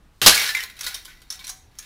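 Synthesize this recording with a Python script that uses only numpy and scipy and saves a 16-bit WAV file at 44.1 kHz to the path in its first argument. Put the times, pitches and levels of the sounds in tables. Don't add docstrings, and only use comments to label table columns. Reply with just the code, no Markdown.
import sys
import numpy as np
from scipy import signal
from scipy.fft import rfft, irfft
from scipy.io import wavfile
from scipy.ndimage import uniform_filter1d

SR = 44100
rng = np.random.default_rng(int(sys.argv[2]) if len(sys.argv) > 2 else 0)


def voltage_ratio(decibels):
    exponent = np.asarray(decibels, float) / 20
    return 10 ** exponent


def persist_wave(psi):
    counts = np.round(np.clip(psi, -1, 1) * 32767).astype(np.int16)
    wavfile.write(sys.argv[1], SR, np.atleast_2d(counts).T)


N = 81585
SHOT_S, HIT_S = .2164, .262

# f/Hz, level/dB [dB per Hz]
CRUMPLE_SPECTRUM = [(35, -55), (60, -17.5), (1060, -6), (1190, -2), (1440, -9.5), (4410, 0.5), (7900, -8),
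                    (12000, -8.5), (15900, -28)]
# f/Hz, level/dB [dB per Hz]
THUMP_SPECTRUM = [(15, -39), (25, 3), (258, 7.5), (788, 1), (1050, -1.5), (1200, -6.5), (1560, -18),
                  (2640, -120)]
# f/Hz, level/dB, t60/s
CAN_MODES = [(1560, -15, 0.37), (1606, -3, 0.23), (2234, -10.5, 0.4), (2950, -7, 0.23), (2900, -6, .2),
             (3190, -7.5, .2), (3725, 4.5, 0.75), (3680, -2.5, .2), (4130, -2, 0.3), (4310, -2.5, 0.099),
             (5290, -4.5, 0.076), (5390, -2.5, 0.12), (5900, -2.5, 0.22), (8800, -9, .2)]


def hit():
    t = np.arange(SR // 2) / SR
    hold_s, crumple_t60, snap_db = 0.016, 0.14, 1.4
    fall = voltage_ratio(-60 * np.maximum(t - hold_s, 0) / crumple_t60)
    flutter = evened(uniform_filter1d(rng.standard_normal(len(t)), size=60))
    snaps = evened(voltage_ratio(snap_db * flutter))
    crumple = voltage_ratio(-1.93) * noise(CRUMPLE_SPECTRUM, len(t)) * snaps * fall
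    tones = voltage_ratio(-11.5) * ring(*np.transpose(CAN_MODES), size=len(t))
    push_db, push_s = -14, 0.0084
    phase = t / push_s
    push = voltage_ratio(push_db) * phase * (2 - phase) * np.exp(-phase)
    thump_db, thump_t60 = -10.5, .05
    thump = voltage_ratio(thump_db - 60 * t / thump_t60) * noise(THUMP_SPECTRUM, len(t))
    return crumple + tones + push + thump


def ring(hz, db, t60, size):
    longest_t60 = .3
    weights = voltage_ratio(db) / np.linalg.norm(voltage_ratio(db))
    return modes(hz, np.clip(t60, .01, longest_t60), size) @ weights


def modes(hz, t60, size):
    contact_s = 0.00029
    t = np.arange(size)[:, None] / SR
    sines = np.sin(2 * np.pi * (hz * t + rng.random(len(hz))))
    return voltage_ratio(-60 * t / t60) * sines * np.minimum(t / contact_s, 1)


# t/s, wall level/dB, rim
# level/dB, base level/dB, skid/s
KNOCKS = [(.323, -24, -26.5, -26, 0.008), (.345, -44, -19.5, -26, 0.008),
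          (.375, -28, -25.5, -30, 0.0074), (.488, -33.5, -27.5, -40, 0.0061),
          (0.549, -36, -29, -31, 0.0016), (.5687, -30, -36, -40.5, 0.004), (.585, -48, -40, -51, 0.013),
          (0.605, -39.5, -39, -40, 0.0027), (.627, -62, -35, -45.5, 0.006),
          (.637, -43, -37.5, -44, 0.0011), (0.699, -50, -45.5, -59, 0.0012),
          (0.7662, -60, -50.5, -60, 0.0077),
          (0.7902, -50, -40.5, -47, 0.0045), (0.8084, -46, -37, -31.5, 0.0042),
                (0.8109, -58, -50, -38, 0.0012), (0.831, -63, -37.5, -45, 0.006),
                (0.8417, -55, -34, -38.5, 0.0052), (0.8649, -65, -29, -37, 0.003),
                (0.872, -46.5, -39.5, -47.5, 0.0025), (.878, -48, -32, -38.5, 0.0087),
                (0.9429, -56.5, -33.5, -32, 0.006), (.962, -56, -52, -54, 0.0022),
                (1.0496, -60, -49, -44, 0.0006), (1.0541, -59.5, -40.5, -44, 0.00044),
                (1.08, -46, -52, -50, 0.035), (1.2179, -60, -50.5, -64, 0.00075),
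                (1.3028, -61, -45, -33, 0.00059), (1.308, -57, -51.5, -37, 0.002),
                (1.313, -60, -46.5, -42, 0.00067), (1.3236, -55, -45, -37.5, 0.0024),
                (1.355, -67, -56, -48, 0.0046), (1.338, -59, -44, -48, 0.005),
                (1.3925, -56, -45.5, -57, 0.013), (1.4421, -52, -41, -41.5, 0.0077),
                (1.4664, -49.5, -44.5, -37.5, 0.006), (1.478, -61, -43.5, -38, 0.0013),
                (1.4869, -65, -50, -43.5, 0.0011), (1.4934, -58, -50, -30.5, 0.0006),
                (1.4958, -61, -50, -33, .003), (1.516, -71, -58, -57, 0.0036),
                (1.752, -66.5, -64.5, -67, .003), (1.7869, -56, -47.5, -33, 0.0022),
                (1.824, -57, -52, -52, 0.014)]
# t/s, level/dB
ROLLING_LEVEL = [(.28, -25), (.36, -20.5), (.42, -20), (.48, -23.5), (.54, -33), (.64, -37.5), (0.679, -53),
                 (0.759, -54), (.82, -39.5), (.9, -37.5), (.995, -43), (1.02, -52), (1.12, -51.5),
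                 (1.28, -60.5), (1.44, -45), (1.56, -60.5), (1.68, -70), (1.85, -46.5)]


def pellet():
    banks, out = can_banks(), np.zeros(N)
    for s, *levels_db, skid_s in KNOCKS:
        taps = skid(max(skid_s, .0005))
        response = sum(voltage_ratio(db) * strike(bank) for db, bank in zip(levels_db, banks))
        add(out, s, signal.fftconvolve(taps, response))
    out += rolling(banks)
    low_cut_hz = 390
    return signal.lfilter(*signal.butter(2, low_cut_hz, "high", fs=SR), out)


def rolling(banks):
    hits_per_s, spread_db, damp_s, trim_db = 600, 3, 0.045, -3
    roll = np.zeros(N)
    for spot in range(4):
        size = voltage_ratio(spread_db * np.minimum(rng.exponential(1, N), 4))
        size *= rng.random(N) < hits_per_s / SR
        body = sum(voltage_ratio(db) * strike(bank) for db, bank in zip((-2, 0.2, -2.5), banks))
        damped = body * np.exp(-np.arange(len(body)) / (damp_s * SR))
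        roll += signal.oaconvolve(size, damped)[:N]
    s, db = np.transpose(ROLLING_LEVEL)
    return evened(roll) * voltage_ratio(trim_db + np.interp(np.arange(N) / SR, s, db, left=-120))


# f/Hz, level/dB, t60/s
WALL_MODES = [(1455, -9.5, .15), (1699, -0.5, 0.16), (2070, -7, 0.22), (2224, -0.5, 0.05), (1940, -3, 0.2),
              (2100, -6, 0.047), (2230, 1, 0.082), (2300, -10.5, 0.033)]
# f/Hz, level/dB, t60/s
RIM_MODES = [(780, -21.5, .3), (1039, -11, .2), (1130, -24.5, 0.11), (1525, -6.5, 0.077),
             (1950, -7.5, 0.068), (2340, -15.5, 0.033), (3130, -5, 0.083), (3730, 3.5, 0.11),
             (3890, -1, 0.078), (4016, -3.5, 0.11), (4290, -2, 0.15), (5280, -9, 0.3)]
# f/Hz, level/dB, t60/s
BASE_MODES = [(5600, -8.5, 0.066), (5596, -1, 0.087), (6100, -10, 0.14), (6170, -9.5, 0.17),
              (6650, -9, 0.13), (7480, -12.5, 0.038), (8730, -10, 0.043), (10100, -8, 0.066),
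              (10690, -5.5, 0.079), (11900, -16, .1)]
# f/Hz, level/dB [dB per Hz]
WALL_CROWD = [(180, -59), (300, -29.5), (1150, -18.5), (1240, -14), (2040, -4), (4000, -9), (5200, -43),
              (8800, -120)]
# f/Hz, level/dB [dB per Hz]
RIM_CROWD = [(180, -51), (300, -12), (1270, -22), (1430, 1), (1660, -15), (4280, -2), (15900, -12.5)]
# f/Hz, level/dB [dB per Hz]
BASE_CROWD = [(590, -49.5), (1000, -12), (2870, -15), (3700, -6), (4560, -7.5), (5550, 0.5), (15900, -16.5)]
# f/Hz, t60/s
CROWD_T60 = [(500, 0.23), (2000, 0.29), (6000, 0.051), (14000, 0.18)]


def can_banks(count=320, size=6000):
    split, twin_db, longest_t60 = 0.0049, -7, 0.72
    pair = np.array([0, 1])
    banks = []
    for named, crowd, top_hz, crowd_db in [(WALL_MODES, WALL_CROWD, 3500, 1.4),
                                           (RIM_MODES, RIM_CROWD, 16000, 3.6),
                                           (BASE_MODES, BASE_CROWD, 18000, 0)]:
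        hz, db, t60 = np.transpose(named + named)
        hz = hz * (1 + split * np.repeat(pair, len(named)))
        db = db + twin_db * np.repeat(pair, len(named))
        close_hz = 300 + (top_hz - 300) * (np.arange(count) + rng.random(count)) / count
        close = voltage_ratio(read(crowd, close_hz))
        close_t60 = read(CROWD_T60, close_hz) * rng.uniform(0.37, 1.05, count)
        all_t60 = np.r_[np.clip(t60, .01, longest_t60), np.maximum(close_t60, .01)]
        bank = modes(np.r_[hz, close_hz], all_t60, size)
        named_share = voltage_ratio(db) / np.linalg.norm(voltage_ratio(db))
        close_share = voltage_ratio(crowd_db) * close / np.linalg.norm(close)
        banks.append(bank * np.r_[named_share, close_share])
    return banks


def strike(bank):
    spot, tick_db, tick_s = 0.85, 6, 0.00099
    count = bank.shape[1]
    share = (1 + spot * rng.uniform(-1.3, 1, count)) * rng.choice([-1., 1.], count)
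    tick = 1 + voltage_ratio(tick_db) * np.exp(-np.arange(len(bank)) / (tick_s * SR))
    return (bank @ share) * tick


def skid(skid_s, size=2048):
    taps_per_s, skid_db = 4200, -4
    t = np.arange(size) / SR
    taps = rng.standard_normal(size) * (rng.random(size) < taps_per_s / SR)
    taps *= voltage_ratio(skid_db) * np.exp(-t / skid_s) * np.sqrt(0.0049 / skid_s)
    taps[0] = min(0.0024 / skid_s, 1)
    z = rfft(taps)
    smooth_power = uniform_filter1d(abs(z) ** 2, size=size // 64)
    flat = irfft(z / np.sqrt(smooth_power), size)
    return flat[:size * 7 // 8]


# t/s, f/Hz, peak level/dB, t60/s
FAVOURED_MODES = [(.323, 1610, -24.5, 0.13), (0.342, 4310, -16, 0.05), (.374, 2234, -20.5, 0.2),
                  (0.4906, 1753, -25.5, 0.23), (0.493, 4080, -22, 0.063), (.492, 5070, -28.5, 0.092),
                  (.5488, 2066, -15.5, 0.043), (.5488, 2330, -18.5, 0.053), (.5687, 2060, -22, 0.065),
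                  (0.568, 3630, -28.5, 0.067), (0.591, 1883, -30.5, 0.19), (.605, 3025, -34.5, 0.1),
                  (.627, 2030, -29, 0.056), (0.6374, 4080, -29.5, 0.027), (.6361, 5500, -35.5, 0.042),
                  (0.81, 6120, -34, 0.033), (.84, 3730, -35.5, 0.072), (.843, 4400, -32.5, 0.098),
                  (0.865, 4290, -32, 0.12), (.871, 1986, -35, 0.11), (0.869, 1455, -40, 0.27),
                  (.9434, 3680, -37.5, 0.12), (0.9423, 5400, -33.5, 0.073), (1.08, 1497, -44, 0.12),
                  (1.088, 2130, -54, .1), (1.17, 1990, -54, .25), (1.3021, 5490, -24.5, 0.035),
                  (1.3026, 6340, -36, 0.042), (1.3026, 10450, -36, 0.043), (1.324, 5530, -39, .05),
                  (1.324, 3706, -40, 0.054), (1.337, 5600, -42, 0.041), (1.355, 751, -60, 0.34),
                  (1.383, 1097, -56, .2), (1.394, 2273, -45, 0.29), (1.3933, 3600, -45, 0.13),
                  (1.442, 4124, -43.5, .2), (1.4433, 2460, -48, 0.1), (1.4692, 5900, -36, 0.034),
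                  (1.478, 5760, -35, .04), (1.4927, 5650, -34, 0.029), (1.4936, 755, -54.5, .44),
                  (1.49, 958, -56.5, 0.22), (1.493, 1140, -53, 0.21), (1.4934, 1570, -48, 0.12),
                  (1.51, 1990, -60, .23), (1.7865, 5440, -44.5, .08)]


def pings():
    split, twin_db = 0.015, -5.5
    side = np.array([0, -1, 1])
    out = np.zeros(N)
    for s, hz, db, t60 in FAVOURED_MODES:
        trio_hz = hz * (1 + split * side * rng.uniform(0.89, 1, 3))
        trio_t60 = np.maximum(t60 * np.array([1, .7, .7]), .01)
        trio = modes(trio_hz, trio_t60, size=12000)
        add(out, s, trio @ voltage_ratio(db + twin_db * abs(side)))
    return out


def buzz(x):
    buzz_db = 1.2
    flutter = uniform_filter1d(uniform_filter1d(rng.standard_normal(N), size=30), size=30)
    return x * evened(voltage_ratio(buzz_db * evened(flutter)))


# f/Hz, level/dB [dB per Hz]
SHOT_SPECTRUM = [(35, -37), (60, 0.5), (713, -10.5), (1650, -5), (2350, -8), (3180, 2.5), (7710, -11),
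                 (12300, -9), (15900, -18.5)]


def shot():
    shot_db, crack_db, crack_s, rise_s, t60 = -16, 5, .0006, 0.002, 0.54
    t = np.arange(SR // 2) / SR
    crack = voltage_ratio(crack_db) * np.exp(-t / crack_s)
    clatter = np.minimum(t / rise_s, 1) * voltage_ratio(-60 * t / t60)
    return voltage_ratio(shot_db) * noise(SHOT_SPECTRUM, len(t)) * (crack + clatter)


# f/Hz, peak level/dB, t60/s
STOCK_MODES = [(378, -31.5, .08), (750, -34, .08)]


def stock():
    hz, db, t60 = np.transpose(STOCK_MODES)
    return modes(hz, np.maximum(t60, .01), size=SR // 2) @ voltage_ratio(db)


LEAD_IN_S = .12


def lead_in():
    t = np.arange(round((SHOT_S - LEAD_IN_S) * SR)) / SR
    return voltage_ratio(-65.5) * noise(RIM_CROWD, len(t)) * np.sqrt(t / t[-1])


# f/Hz, t60/s
GARDEN_T60 = [(300, 0.046), (2000, 0.46), (6000, 0.37), (14000, 0.37)]


def garden(x):
    hz, t, z = signal.stft(rng.standard_normal(SR), SR, nperseg=256)
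    t60 = np.maximum(read(GARDEN_T60, hz), .05)[:, None]
    tail = signal.istft(z * voltage_ratio(-60 * t / t60), SR, nperseg=256)[1]
    tail = np.r_[np.zeros(300), tail]
    return signal.fftconvolve(x, tail / np.linalg.norm(tail))[:N]


# f/Hz, level/dB [dB per Hz]
AIR_SPECTRUM = [(12, -44), (20, 4), (101, -11), (221, -20.5), (269, -19.5), (497, -29.5), (800, -27),
                (1320, -30), (15900, -50)]


def air():
    air_db, gust_db = -53, .8
    drift = uniform_filter1d(uniform_filter1d(rng.standard_normal(N), size=3000), size=3000)
    return voltage_ratio(air_db) * evened(noise(AIR_SPECTRUM, N) * voltage_ratio(gust_db * evened(drift)))


def noise(spectrum, size):
    gain = voltage_ratio(read(spectrum, np.fft.rfftfreq(size, 1 / SR)))
    return evened(irfft(rfft(rng.standard_normal(size)) * gain, size))


def read(points, hz):
    f, value = np.transpose(points)
    return np.interp(np.log(hz + 1), np.log(f + 1), value)


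def evened(x):
    return x / np.sqrt(np.mean(x ** 2) + 1e-20)


def add(mix, s, sound):
    part = mix[round(s * SR):][:len(sound)]
    part += sound[:len(part)]


def scene():
    can, gun = pellet() + pings(), np.zeros(N)
    add(can, HIT_S, hit())
    add(gun, SHOT_S, shot())
    add(gun, SHOT_S, stock())
    add(gun, LEAD_IN_S, lead_in())
    yard = voltage_ratio(-11.5) * garden(can)
    return (gun + buzz(can) + yard + air())[None]


def roll_off(x):
    return signal.sosfilt(signal.butter(12, 16060, fs=SR, output="sos"), x)


def record(dry):
    top_hz, clip, coupling_hz = 16150, .965, 18
    heard = signal.sosfilt(signal.cheby2(12, 40, top_hz, fs=SR, output="sos"), dry)
    clipped = np.clip(heard, -clip, clip)
    coupled = signal.lfilter(*signal.butter(1, coupling_hz, "high", fs=SR), clipped)
    return roll_off(coupled)


dry = scene()
out = record(dry)
persist_wave(out)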